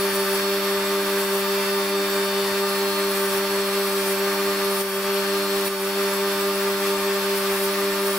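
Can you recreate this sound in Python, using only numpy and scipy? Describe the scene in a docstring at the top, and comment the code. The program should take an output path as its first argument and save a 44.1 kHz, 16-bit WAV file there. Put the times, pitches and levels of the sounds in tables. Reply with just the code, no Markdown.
"""Belt grinder and a wooden handle

A belt grinder runs in a workshop, close to the microphones, while a wooden knife handle touches the belt in short strokes.
The motor hums on its shaft orders and throbs against its field; wheel tones drone, whine and flutter, all as sine partials.
Filtered noise makes the growl of the bearings, the rumble of the stand and the hiss of the belt.
Each stroke adds a burst of gritty noise and drags the shaft, with all that it drives, down a little."""
import sys
import numpy as np
from scipy import signal
from scipy.fft import rfft, irfft, next_fast_len
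from scipy.io import wavfile
from scipy.ndimage import uniform_filter1d, map_coordinates

SR = 44100
rng = np.random.default_rng(int(sys.argv[2]) if len(sys.argv) > 2 else 0)


def int16_out(signal):
    """Quantize to a 16-bit WAV file."""
    q = np.round(np.clip(np.atleast_2d(signal).T, -1, 1) * 32767)
    wavfile.write(sys.argv[1], SR, q.astype(np.int16))


N = 360738

# shaft speed in turns per second: running free, and the speed at which the wheel tones are listed
IDLE_HZ, NOMINAL_HZ = 49.294, 49.25
WHINE_HZ = 299.72  # pitch of the whining wheel at nominal speed
# the hand builds up its pressure slowly and lifts quickly
PRESS_S, LIFT_S = 0.314, 0.089
# the wood is pressed on the belt: start t/s, end t/s, shaft sag at full pressure/(turns per s),
# hiss level before touch and bites/dB
STROKES = [(-.05, 0.419, 0.39, -31.5), (1.161, 1.461, 0.3, -29.5), (3.082, 3.439, 0.46, -29),
           (3.828, 4.237, 0.54, -28.5), (4.674, 5.044, .633, -29), (5.551, 5.908, .7, -30),
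           (7.321, 7.731, 0.33, -30.5), (8.02, 8.398, .3, -27.5)]
# left-right likeness of the low machine noise: f/Hz, likeness (1 = the same in both channels)
GROWL_ALIKE = [(50, 0.77), (250, 1), (500, 0.92), (1000, 0.77), (2000, 0.6), (3000, 0.38)]


def amp(db):
    """Decibels to gain."""
    return np.exp(np.asarray(db) * (np.log(10) / 20))


def unit(x):
    """x scaled to rms 1."""
    return x / np.sqrt(np.mean(x ** 2) + 1e-20)


def clock():
    """The time of every sample in seconds."""
    return np.arange(N) / SR


def along(points, hz):
    """(Hz, value) points read off on a log frequency axis."""
    f, v = np.transpose(points)
    return np.interp(np.log(hz + 1), np.log(f + 1), v)


def curves(rows):
    """One value per sample for each column after the time."""
    s, *columns = np.transpose(rows)
    return [np.interp(clock(), s, column) for column in columns]


def wobble(rate, size=64):
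    """A smooth random curve, rate knots a second, worked out every size samples and joined by lines."""
    knots = rng.standard_normal(2048)
    places = np.arange(N // size + 2) * size * rate / SR
    coarse = map_coordinates(knots, [places], mode="wrap")
    steps = np.diff(coarse)[:, None] * (np.arange(size) / size)
    return (coarse[:-1, None] + steps).ravel()[:N]


def filtered(x, response):
    """x filtered by a response given as a function of frequency."""
    m = next_fast_len(N + SR // 2)
    return irfft(rfft(x, m) * response(np.fft.rfftfreq(m, 1 / SR)), m)[..., :N]


def coloured(pair, spectrum, alike):
    """Two unrelated noises become a stereo noise of rms 1 with this spectrum and left-right likeness."""
    def response(hz):
        turn = np.arccos(np.clip(along(alike, hz), -1, 1)) / 2
        return amp(along(spectrum, hz)) * np.array([np.cos(turn), np.sin(turn)])

    mid, side = filtered(pair, response)
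    return unit(np.array([mid + side, mid - side]))


def patchy(x, depth_db, size=(5, 12)):
    """Noise whose level flickers in small patches, size in bins of (frequency, time)."""
    z = signal.stft(x, nperseg=256)[2]
    patches = rng.standard_normal(z.shape[1:])
    patches = uniform_filter1d(patches, size[0], axis=0)
    patches = uniform_filter1d(patches, size[1], axis=1)
    return signal.istft(z * amp(depth_db * unit(patches)), nperseg=256)[1][:, :N]


def tone(cycles, db, side_db):
    """A partial with its mid at rms db; reflections make it reach the two microphones out of step."""
    phase = (2 * np.pi * (cycles - np.floor(cycles))).astype(np.float32)
    mid = np.sin(phase)
    # the side is relative to the mid, a quarter cycle ahead or behind
    side = np.float32(rng.choice([-1, 1]) * amp(side_db)) * np.cos(phase)
    return np.float32(np.sqrt(2) * amp(db)) * np.array([mid + side, mid - side])


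def since(cycles, s):
    """Cycles counted from the moment s."""
    return cycles - np.interp(s, clock(), cycles)


def pressure(start, end):
    """How hard one stroke presses, 0-1: a slow ramp up times a quick ramp down."""
    press = np.clip((clock() - start) / PRESS_S, 0, 1)
    lift = np.clip((end - clock()) / LIFT_S, 0, 1)
    return press * lift


def motor(turns, shake_db=0.27, order=8):
    """Shaft orders hum; the field's steady tone beats with the strongest, faster as the rotor is slowed."""
    # motor hum: shaft order, mean level/dB, side level relative to mid/dB
    hum = [(4, -34.5, -55), (8, -26, -27.5), (12, -35, -40), (16, -52.5, -5), (20, -48, -17),
           (24, -42.5, -7), (28, -43.5, -12), (32, -52.5, -13), (36, -59, 1), (40, -58, -6),
           (44, -51.5, -10), (48, -51.5, -5)]
    field_hz, in_step_s = 398.989, 2.19  # the field is in step with the rotor at this moment
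    slip = since(field_hz * clock() - order * turns, in_step_s)
    sound = tone(order * turns + slip, -38.5, side_db=-21)
    for k, db, side_db in hum:
        shaken_db = db + shake_db * np.sqrt(k / order) * wobble(28)
        sound = sound + tone(k * turns, shaken_db, side_db)
    return sound


def wheels(turns, waver_db=2, drift=0.072):
    """Wheel and bearing tones follow the shaft, each wavering as the belt creeps (drift in cycles)."""
    # tones of wheels and bearings: f/Hz at nominal speed, mean level/dB, side level relative to mid/dB
    tones = [(405.5, -51, -30), (595.5, -62, -15), (599.6, -47.5, -21), (636, -54, -17), (644, -55.5, -10),
             (700, -75, -10), (799, -46, -14), (900, -49, -10), (907, -41.5, -27), (1004, -54, -13),
             (1081, -48, -7), (1094, -46, -12), (1200, -46.5, -11), (1207, -52.5, -11), (1204, -43.5, -9),
             (1295, -55, -7), (1310, -50, -7), (1503, -53, -6), (1501, -47, -7), (1605, -49, -12),
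             (1577, -49, -8), (1797, -49.5, -3), (1987, -50.5, 1), (2110, -54.5, -1), (2400, -55, -10),
             (2666, -49.5, -8), (2780, -54, -1), (3300, -58, 9.5)]
    return sum(tone(hz / NOMINAL_HZ * turns + rng.random() + drift * wobble(4),
                    db + waver_db * wobble(7), side_db)
               for hz, db, side_db in tones)


def drones(turns, level_db=-3.0):
    """Low tones of three wheels of nearly equal size beat slowly, drifting in and out of step."""
    # wheel drones: f/Hz at nominal speed, level before level_db/dB, side level relative to mid/dB
    tones = [(299.72, -48, -45), (300.9, -46, -45), (301.76, -46.7, -45)]
    in_step_s = 2.01
    run_s = since(turns, in_step_s) / NOMINAL_HZ
    return sum(tone(hz * run_s, db + level_db, side_db) for hz, db, side_db in tones)


def whine(cycles, sag, waver_db=2.6, level_db=1.5):
    """Overtones of one wheel sing and droop with the belt; timing jitter blurs the highest lines."""
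    # wavering lines: multiple of the wheel's pitch, level before level_db/dB, side level relative to mid/dB
    overtones = [(6, -54, -2), (8, -53, -10), (9, -52, -10), (10, -55, -4), (11, -56, 0), (13, -53.5, 2),
                 (16, -54.5, 2), (17, -57, -1), (18, -52.5, 1), (19, -57, -8), (23, -60, -4),
                 (26, -58, -10), (32, -62, -11), (35, -59, -8), (36, -51.5, -20), (38, -61, -11),
                 (41, -61, -9), (42, -58, -8), (44, -58, -9), (45, -57, -11), (46, -56, -13),
                 (47, -60, -11), (49, -55, -7), (50, -53.5, -9), (52, -58, -4)]
    # strongest lines: multiple of the pitch, trim/dB, level per turn a second of sag/dB,
    # side level relative to mid/dB
    swelling = [(12, 0.5, -7, -21), (14, 2, -16, 0), (15, 2.5, -5, -6)]
    # their swells: t/s, then the level before trim and sag of each of these lines/dB
    swells = [(0.0, -43, -47, -41), (0.23, -43, -54, -39.5), (0.43, -43, -46, -41),
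              (1.05, -43.5, -49, -44.5), (2.41, -40.5, -50, -41), (2.96, -49, -42, -44.5),
              (3.19, -47, -46, -44), (4.76, -49, -46, -45), (4.85, -52, -55, -42), (5.49, -48, -43, -46),
              (5.76, -47, -49, -40), (6.06, -45, -50, -46), (8.07, -49, -48, -49), (8.18, -53, -59, -47)]

    def partial(order, db, side_db):
        jitter = 0.002 * wobble(25)  # cycles of the wheel's pitch
        return tone(round(order) * (cycles + jitter) + rng.random(), db, side_db)

    steady = sum(partial(order, db + level_db + waver_db * wobble(3.04), side_db)
                 for order, db, side_db in overtones)
    strongest = sum(partial(order, db + trim_db + load_db * sag, side_db)
                    for (order, trim_db, load_db, side_db), db in zip(swelling, curves(swells)))
    return steady + strongest


def flutter(turns, burst_db=6, drift=0.25):
    """The belt flaps on its wheels, so that these tones come in short, uneven bursts (drift in cycles)."""
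    # fluttering tones: f/Hz at nominal speed, level/dB, side level relative to mid/dB
    tones = [(1196.5, -43.5, -12), (1801, -48.5, -7), (2390, -49, -12), (5590, -56.5, -6)]
    burst = lambda: unit(amp(burst_db * np.tanh(wobble(24))))
    return sum(burst() * tone(hz / NOMINAL_HZ * turns + drift * wobble(20), db, side_db)
               for hz, db, side_db in tones)


def bearings(level_db=-30.5, repeat=0.25, flutter_db=1.0):
    """Rolling noise that partly repeats with each turn of the idler wheel, coloured by the steel frame."""
    # spectrum of the growl: f/Hz, relative level per Hz/dB
    growl = [(25, -20), (60, -26), (110, -21), (250, -12.5), (450, -10), (620, -6), (760, -10), (880, -6.5),
             (1130, -1.5), (1400, -6), (1720, -2), (2100, -7), (2500, -6), (3300, -17.5)]
    idler_hz = 100.1
    comb = lambda hz: 1 / (1 - repeat * np.exp(-2j * np.pi * hz / idler_hz))
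    rolling = filtered(rng.standard_normal((2, N)), comb)
    return amp(level_db + flutter_db * wobble(16)) * coloured(rolling, growl, GROWL_ALIKE)


def rumble(level_db=-59.0, lumps_db=8.0):
    """The stand shakes in faint, uneven lumps of low noise."""
    # spectrum of the rumble: f/Hz, relative level per Hz/dB
    spectrum = [(20, -11), (45, -1), (60, -6), (110, -1), (170, -7), (300, -30), (1000, -70)]
    lumps = amp(lumps_db * np.tanh(wobble(36)))
    shaking = coloured(rng.standard_normal((2, N)), spectrum, GROWL_ALIKE)
    return amp(level_db) * unit(lumps * shaking)


def belt(cycles, level_db=-32.5, buzz=0.22, flutter_db=0.6, flicker_db=3.5, split_hz=7300):
    """The belt hisses over the platen, pulsing with the whining wheel; the treble flickers."""
    # spectrum of the hiss: f/Hz, relative level per Hz/dB
    spectrum = [(600, -19), (2000, -10.5), (2900, -1), (3350, 3), (4000, -2), (4500, 2.5), (5000, -1),
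                (5600, 1.5), (5850, -5), (7000, -10.5), (8000, -5), (9000, -13), (10400, -5), (15800, -10)]
    # its left-right likeness: f/Hz, likeness
    alike = [(2000, 0.46), (3400, .1), (5500, 0.23), (7000, .1), (8500, 1), (10500, 1), (15000, 1)]
    rub = rng.standard_normal((2, N)) * (1 + buzz * np.sin(2 * np.pi * cycles))
    body = filtered(rub, lambda hz: hz < split_hz)
    hiss = body + patchy(rub - body, flicker_db)
    return amp(level_db + flutter_db * wobble(22)) * coloured(hiss, spectrum, alike)


def sanding(chatter_db=1.6, patch_db=2):
    """Countless grits tear at the wood while it touches, catching now here, now there: patchy noise."""
    # spectrum of the sanding: f/Hz, relative level per Hz/dB
    spectrum = [(1500, -12), (4000, -11), (6000, -5), (7200, -7), (8500, -3), (9400, 3.5), (10300, 1.5),
                (11600, -3), (12600, -3), (13900, 3.5), (15800, -1)]
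    # its left-right likeness: f/Hz, likeness
    alike = [(5000, .3), (7800, 0.34), (9000, 1), (10500, 1), (11600, 0.83), (14000, 0.9), (15500, .6)]
    # an edge of the wood bites into the belt: t/s, extra hiss level/dB
    bites = [(.14, 9), (.37, 5), (3.18, 4), (3.385, 4), (4.805, 6.5), (5.68, 7), (7.365, 7), (7.66, 8)]
    touch_s, light_touch_db = 0.032, -4
    bite_rise_s, bite_fall_s = 0.037, 0.047
    strokes = 0
    for start, end, _, db in STROKES:
        contact = np.interp(clock(), [start, start + touch_s, end - LIFT_S, end], [0, 1, 1, 0])
        # the touch offset counts twice without pressure, once at full pressure
        touch_db = light_touch_db * (2 - pressure(start, end))
        strokes = strokes + contact * amp(db + touch_db)
    bite_db = sum(np.interp(clock(), [s - bite_rise_s, s, s + bite_fall_s], [0, db, 0])
                  for s, db in bites)
    grits = patchy(rng.standard_normal((2, N)), patch_db)
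    return strokes * amp(bite_db + chatter_db * wobble(54)) * coloured(grits, spectrum, alike)


def scene(lean_db=0.12):
    """Each stroke slows the shaft and all that it drives; everything stands a touch left of centre."""
    sag = sum(depth * pressure(start, end) for start, end, depth, _ in STROKES)
    turns = np.cumsum(IDLE_HZ - sag) / SR
    wheel_cycles = turns * WHINE_HZ / NOMINAL_HZ
    tones = motor(turns) + wheels(turns) + drones(turns) + whine(wheel_cycles, sag) + flutter(turns)
    noises = bearings() + rumble() + belt(wheel_cycles)
    return (tones + noises + sanding()) * amp([[lean_db], [-lean_db]])


def record(dry):
    """The level drops abruptly twice and climbs back; nothing is kept above the band limit."""
    # level dips: t/s, depth/dB, time from onset to full recovery/s
    dips = [(4.815, 4.2, 0.31), (5.68, 4.5, 0.3)]
    top_hz = 15760
    dip_db = sum(np.interp(clock(), [s, s + 0.012, s + recovery], [0, depth_db, 0])
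                 for s, depth_db, recovery in dips)
    return filtered(dry * amp(-dip_db), lambda hz: hz < top_hz)


dry = scene()
out = record(dry)
int16_out(out)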